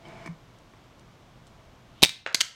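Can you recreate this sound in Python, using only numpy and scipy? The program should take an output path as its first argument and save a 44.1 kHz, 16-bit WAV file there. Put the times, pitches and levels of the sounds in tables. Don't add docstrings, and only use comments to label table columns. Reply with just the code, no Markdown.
import sys
import numpy as np
from scipy import signal
from scipy.fft import rfft, irfft, next_fast_len
from scipy.io import wavfile

SR = 44100
rng = np.random.default_rng(int(sys.argv[2]) if len(sys.argv) > 2 else 0)


def wrap_up_sound(samples):
    columns = np.atleast_2d(samples).T
    tamed = np.clip(columns, -1, 1)
    steps = np.round(tamed * 32767).astype(np.int16)
    wavfile.write(sys.argv[1], SR, steps)


N = 112454

# (frequency [Hz], level [dB])
SCRAPE_SPECTRUM = [(100, -8), (230, 5), (330, 7), (480, -10.5), (750, -15), (1030, 2.5), (1400, -14.5),
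                   (1820, -0.5), (2050, -8), (2300, 1.5), (2650, -26), (6000, -29), (14000, -51)]
# (frequency [Hz], level [dB])
TICK_SPECTRUM = [(500, -20), (3000, 4), (6000, 4), (9000, 2), (11500, -15), (15000, -18)]
# (time [s], crack [dB], clang [dB], thud [dB])
OPENING_HITS = [(2.0219, -31, -30.5, -26), (2.0232, -30, -27, -25.5), (2.0292, -9.5, -16.5, -4.5),
                (2.0346, -4, -3.5, -11.5), (2.0416, -17.5, -9, -32), (2.0483, -15.5, -16.5, -39.5),
                (2.0487, -11, -14.5, -38), (2.0585, -28.5, -20, -27), (2.0934, -27, -23.5, -47)]
# (time [s], bright click [dB], dull clack [dB], thud [dB])
CLOSING_HITS = [(2.3278, -41, -48, -73), (2.3451, -18.5, -41, -48), (2.3464, -5, -22, -23),
                (2.349, -11.5, -40, -45), (2.3545, -15, -23, -49), (2.4028, -41, -26, -50),
                (2.4061, -16.5, -30, -41), (2.4068, -24.5, -8.5, -39), (2.4101, -10.5, -10, -36),
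                (2.4124, -12.5, -9, -56), (2.4136, -17, -29, -46), (2.4173, -17.5, -16.5, -48)]


def amp(db):
    return 10 ** (np.asarray(db) / 20)


def unit_rms(x):
    return x / np.sqrt(np.mean(x ** 2) + 1e-20)


def log_interp(points, hz):
    knots_hz, values = np.transpose(points)
    return np.interp(np.log(hz + 1), np.log(knots_hz + 1), values)


def clock():
    return np.arange(N) / SR


def envelope(curve):
    return amp(np.interp(clock(), *np.transpose(curve)))


def filtered(x, response):
    size = next_fast_len(2 * N)
    return irfft(rfft(x, size) * response(np.fft.rfftfreq(size, 1 / SR)), size)[:N]


def coloured(x, spectrum, size=4096):
    cepstrum = irfft(np.log(amp(log_interp(spectrum, np.fft.rfftfreq(size, 1 / SR)))))
    cepstrum[1:size // 2] *= 2
    cepstrum[size // 2 + 1:] = 0
    impulse = irfft(np.exp(rfft(cepstrum)))
    return signal.fftconvolve(x, impulse / np.linalg.norm(impulse))[:N]


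def low_cut(x, cutoff_hz=90):
    return signal.lfilter(*signal.butter(2, cutoff_hz, "high", fs=SR), x)


def add(track, at_s, sound):
    part = track[round(at_s * SR):][:len(sound)]
    part += sound[:len(part)]


def bursts(times_s, levels_db, t60_s, ref_s=0.003, size=4096):
    out = np.zeros(N)
    decay = amp(-60 * np.arange(size) / SR / t60_s)
    for at_s, db in zip(times_s, levels_db):
        bins = rfft(rng.standard_normal(size) * decay)
        burst = irfft(bins / (abs(bins) + 1e-12)) * np.sqrt(decay)
        add(out, at_s, amp(db) * np.sqrt(ref_s * SR) * burst / np.linalg.norm(burst))
    return out


def ring(modes, scatter_db=1.5):
    t = np.arange(SR // 2) / SR
    return sum(amp(db + scatter_db * rng.standard_normal() - 60 * t / t60_s) * np.sin(2 * np.pi * hz * t)
               for hz, db, t60_s in modes)


def friction(peaks):
    def response(hz):
        return sum(amp(db) / (1 + ((hz - peak_hz) / width_hz) ** 2) for peak_hz, width_hz, db in peaks)
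    return unit_rms(filtered(rng.standard_normal(N), response))


def background(noise_db=-54.5):
    noise_spectrum = [(15, -25), (25, -0.5), (92, -5.5), (123, -2), (373, -12.5), (451, -13.5), (624, -12),
                      (796, -15), (1100, -14.5), (1700, -21.5), (6210, -31), (10700, -43.5), (12200, -44.5),
                      (16000, -48)]
    electrical_tones = [(118.4, -65.5), (11795, -88)]  # (frequency [Hz], rms level [dB])
    noise = filtered(rng.standard_normal(N), lambda hz: amp(log_interp(noise_spectrum, hz)))
    hum = sum(amp(db) * np.sqrt(2) * np.sin(2 * np.pi * hz * clock()) for hz, db in electrical_tones)
    return amp(noise_db) * unit_rms(noise) + hum


def cable_slide(frame_db=-3.5, hiss_db=-2):
    slide_levels = [(0, -58), (.04, -55.5), (.06, -48.5), (.1, -47), (.15, -48.5), (.24, -47.5),
                    (.275, -51.5), (.3, -60), (.36, -68)]
    hiss_spectrum = [(60, -38.5), (130, 3), (340, -9), (520, -10.5), (750, -6.5), (1300, -12.5),
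                     (2300, -15), (4000, -24), (7000, -30.5), (10000, -40), (12500, -64.5), (16000, -61)]
    frame_peaks = [(347, 10.5, 4), (673, 35, -1), (877, 12, -6), (1035, 23, -11.5), (1570, 33, -16.5)]  # (frequency [Hz], half-width [Hz], level [dB])
    jaw_levels = [(.02, -75), (.06, -57.5), (.15, -60), (.24, -55.5), (.275, -49), (.3, -67), (.36, -77)]  # (time [s], level [dB])
    jaw_peaks = [(2243, 88, 1.5), (2950, 120, -16), (5160, 52, -11.5), (6100, 67, -23), (14000, 450, -35)]  # (frequency [Hz], half-width [Hz], level [dB])
    scrapes = [(0.2601, -35.5, -12.5), (0.2743, -34, -29)]  # (time [s], level [dB], relative treble [dB])
    ping_s, ping_hz, ping_db, ping_t60_s = 0.053, 3080, -48.5, 0.047
    frame = amp(frame_db) * friction(frame_peaks)
    hiss = amp(hiss_db) * coloured(rng.standard_normal(N), hiss_spectrum)
    times_s, scrape_db, treble_db = np.transpose(scrapes)
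    contacts = coloured(bursts(times_s, scrape_db, t60_s=0.035), SCRAPE_SPECTRUM)
    contacts += coloured(bursts(times_s, scrape_db + treble_db, t60_s=0.066), TICK_SPECTRUM)
    add(contacts, ping_s, ring([(ping_hz, ping_db, ping_t60_s)]))
    jaw_rub = envelope(jaw_levels) * friction(jaw_peaks)
    return envelope(slide_levels) * (frame + hiss) + jaw_rub + contacts


def hand_bump(at_s=0.2867, hz=165.8, db=-19, t60_s=0.095, rise_s=0.02):
    t, out = clock(), np.zeros(N)
    swell = amp(db - 60 * t / t60_s) * (1 - np.exp(-t / rise_s))
    add(out, at_s, swell * np.sin(2 * np.pi * hz * t))
    return out


def squeeze():
    linkage_ticks = [(.085, -60), (0.587, -60.5), (0.995, -57), (1.469, -55.5), (1.476, -59)]  # (time [s], level [dB])
    frame_creaks = [(0.734, -49), (1.599, -60)]  # (time [s], level [dB])
    rasp_levels = [(1.85, -72), (1.94, -70), (2.015, -57), (2.025, -89)]  # (time [s], level [dB])
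    rasp_peaks = [(2900, 200, -5.5), (3400, 660, 2)]  # (frequency [Hz], half-width [Hz], level [dB])
    ticks = coloured(bursts(*np.transpose(linkage_ticks), t60_s=0.025), TICK_SPECTRUM)
    creaks = coloured(bursts(*np.transpose(frame_creaks), t60_s=0.054), SCRAPE_SPECTRUM)
    return ticks + creaks + envelope(rasp_levels) * friction(rasp_peaks)


def jaws_open(lever_db=-30):
    crack_spectrum = [(30, -31), (200, -10.5), (550, -9), (900, -9.5), (1500, -12.5), (2600, -1), (4000, 3),
                      (6200, 0.5), (9000, -9.5), (12000, -15), (15000, -16.5)]
    clang_spectrum = [(300, -15.5), (1500, -17), (2050, -5.5), (2500, -1.5), (3000, -2), (3700, 1),
                      (4400, -10), (6000, -13.5), (8000, -10.5), (11000, -27.5), (15000, -40)]
    jaw_modes = [(2490, -7, 0.015), (3770, 0.5, 0.03), (6000, -6.5, 0.015), (10700, -20, 0.022)]  # (frequency [Hz], level [dB], T60 [s])
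    lever_modes = [(2085, 2, 0.38), (2350, 5, 0.24), (2590, 0, .12), (3680, 6, .2), (3514, 3, .22),
                   (3600, -5, 0.19), (3811, -15.5, .26), (4382, -13, 0.16), (5000, -6, .22), (4820, -1, .2),
                   (5500, -6, .19), (6422, -10.5, .17), (6901, -19, .22), (8700, -21.5, .19)]
    times_s, crack_db, clang_db, _ = np.transpose(OPENING_HITS)
    out = coloured(bursts(times_s, crack_db, t60_s=0.0062), crack_spectrum)
    out += coloured(bursts(times_s, clang_db, t60_s=0.022), clang_spectrum)
    for at_s, db in zip(times_s, clang_db):
        add(out, at_s, amp(db) * (ring(jaw_modes) + amp(lever_db) * ring(lever_modes)))
    return low_cut(out)


def handle_thuds():
    handle_modes = [(155, -28, .035), (345, -3.5, 0.015), (600, -12.5, 0.012), (807, -6, 0.012),
                    (1040, -15.5, 0.0113)]
    out = np.zeros(N)
    for at_s, _, _, thud_db in list(OPENING_HITS) + list(CLOSING_HITS):
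        add(out, at_s, amp(thud_db) * ring(handle_modes))
    return low_cut(out)


def offcut():
    bounces = [(2.2625, -18.5), (2.2635, -15.5), (2.2714, -25.5), (2.2747, -23.5), (2.291, -43)]  # (time [s], level [dB])
    knock_spectrum = [(30, -52), (120, -15), (350, -8), (520, 0), (720, 3), (1100, -3), (1550, -1),
                      (2100, -2.5), (2900, -0.5), (4300, -17.5), (7500, -25.5), (11000, -52), (16000, -54)]
    return coloured(bursts(*np.transpose(bounces), t60_s=0.019), knock_spectrum)


def jaws_close():
    click_spectrum = [(30, -37), (150, -11), (600, -14.5), (1300, -12), (2200, 1.5), (3100, -9), (4500, 5),
                      (5500, -4.5), (6300, -2), (7800, -7.5), (9500, -16), (11000, -14.5), (15000, -28)]
    clack_spectrum = [(30, -36), (150, -12), (500, -31), (750, -31), (1050, -15), (1400, -7), (2200, -1.5),
                      (3150, 6), (3700, 3), (4500, -2.5), (6000, -4), (8500, -5), (11000, -25.5),
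                      (15000, -27)]
    times_s, click_db, clack_db, _ = np.transpose(CLOSING_HITS)
    clicks = coloured(bursts(times_s, click_db, t60_s=0.0071), click_spectrum)
    clacks = coloured(bursts(times_s, clack_db, t60_s=0.012), clack_spectrum)
    return low_cut(clicks + clacks)


def room(x, build_s=0.005):
    decay_times = [(150, 0.65), (1000, 0.41), (3500, 0.38), (7000, 0.3), (14000, 0.26)]  # (frequency [Hz], T60 [s])
    reverb_spectrum = [(100, 5), (350, -9), (800, -1.5), (1500, 1.5), (2300, -3.5), (3700, -2.5),
                       (6000, 0.5), (14000, -2.5)]
    hz, t, bins = signal.stft(rng.standard_normal(SR * 2 // 3), SR, nperseg=256)
    decay = amp(-60 * t / log_interp(decay_times, hz)[:, None])
    tail = signal.istft(bins * decay, SR, nperseg=256)[1]
    tail *= 1 - np.exp(-np.arange(len(tail)) / SR / build_s)
    wet = signal.fftconvolve(x, tail / np.linalg.norm(tail))[:N]
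    return coloured(wet, reverb_spectrum)


def scene():
    tool_send_db, handle_send_db, table_send_db = -14.5, -27, -5.5
    opening = cable_slide() + hand_bump() + squeeze() + jaws_open()
    closing, thuds, knocks = jaws_close(), handle_thuds(), offcut()
    wet = amp(tool_send_db) * (room(opening) + room(closing))
    wet += amp(handle_send_db) * room(thuds)
    wet += amp(table_send_db) * room(knocks)
    return (opening + closing + thuds + knocks + wet + background())[None]


def record(dry):
    threshold_db, max_cut_db, attack_s, cutoff_hz = -11, 9, 0.013, 16200
    x = dry[0]
    over_db = np.clip(20 * np.log10(abs(x) + 1e-9) - threshold_db, 0, max_cut_db)
    held_db = np.maximum.accumulate(over_db)
    pole = np.exp(-1 / (attack_s * SR))
    cut_db = signal.lfilter([1 - pole], [1, -pole], held_db)
    clipped = np.clip(x * amp(-cut_db), -1, 1)
    return filtered(clipped, lambda hz: 1 / np.sqrt(1 + (hz / cutoff_hz) ** 100))[None]


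dry = scene()
out = record(dry)
wrap_up_sound(out)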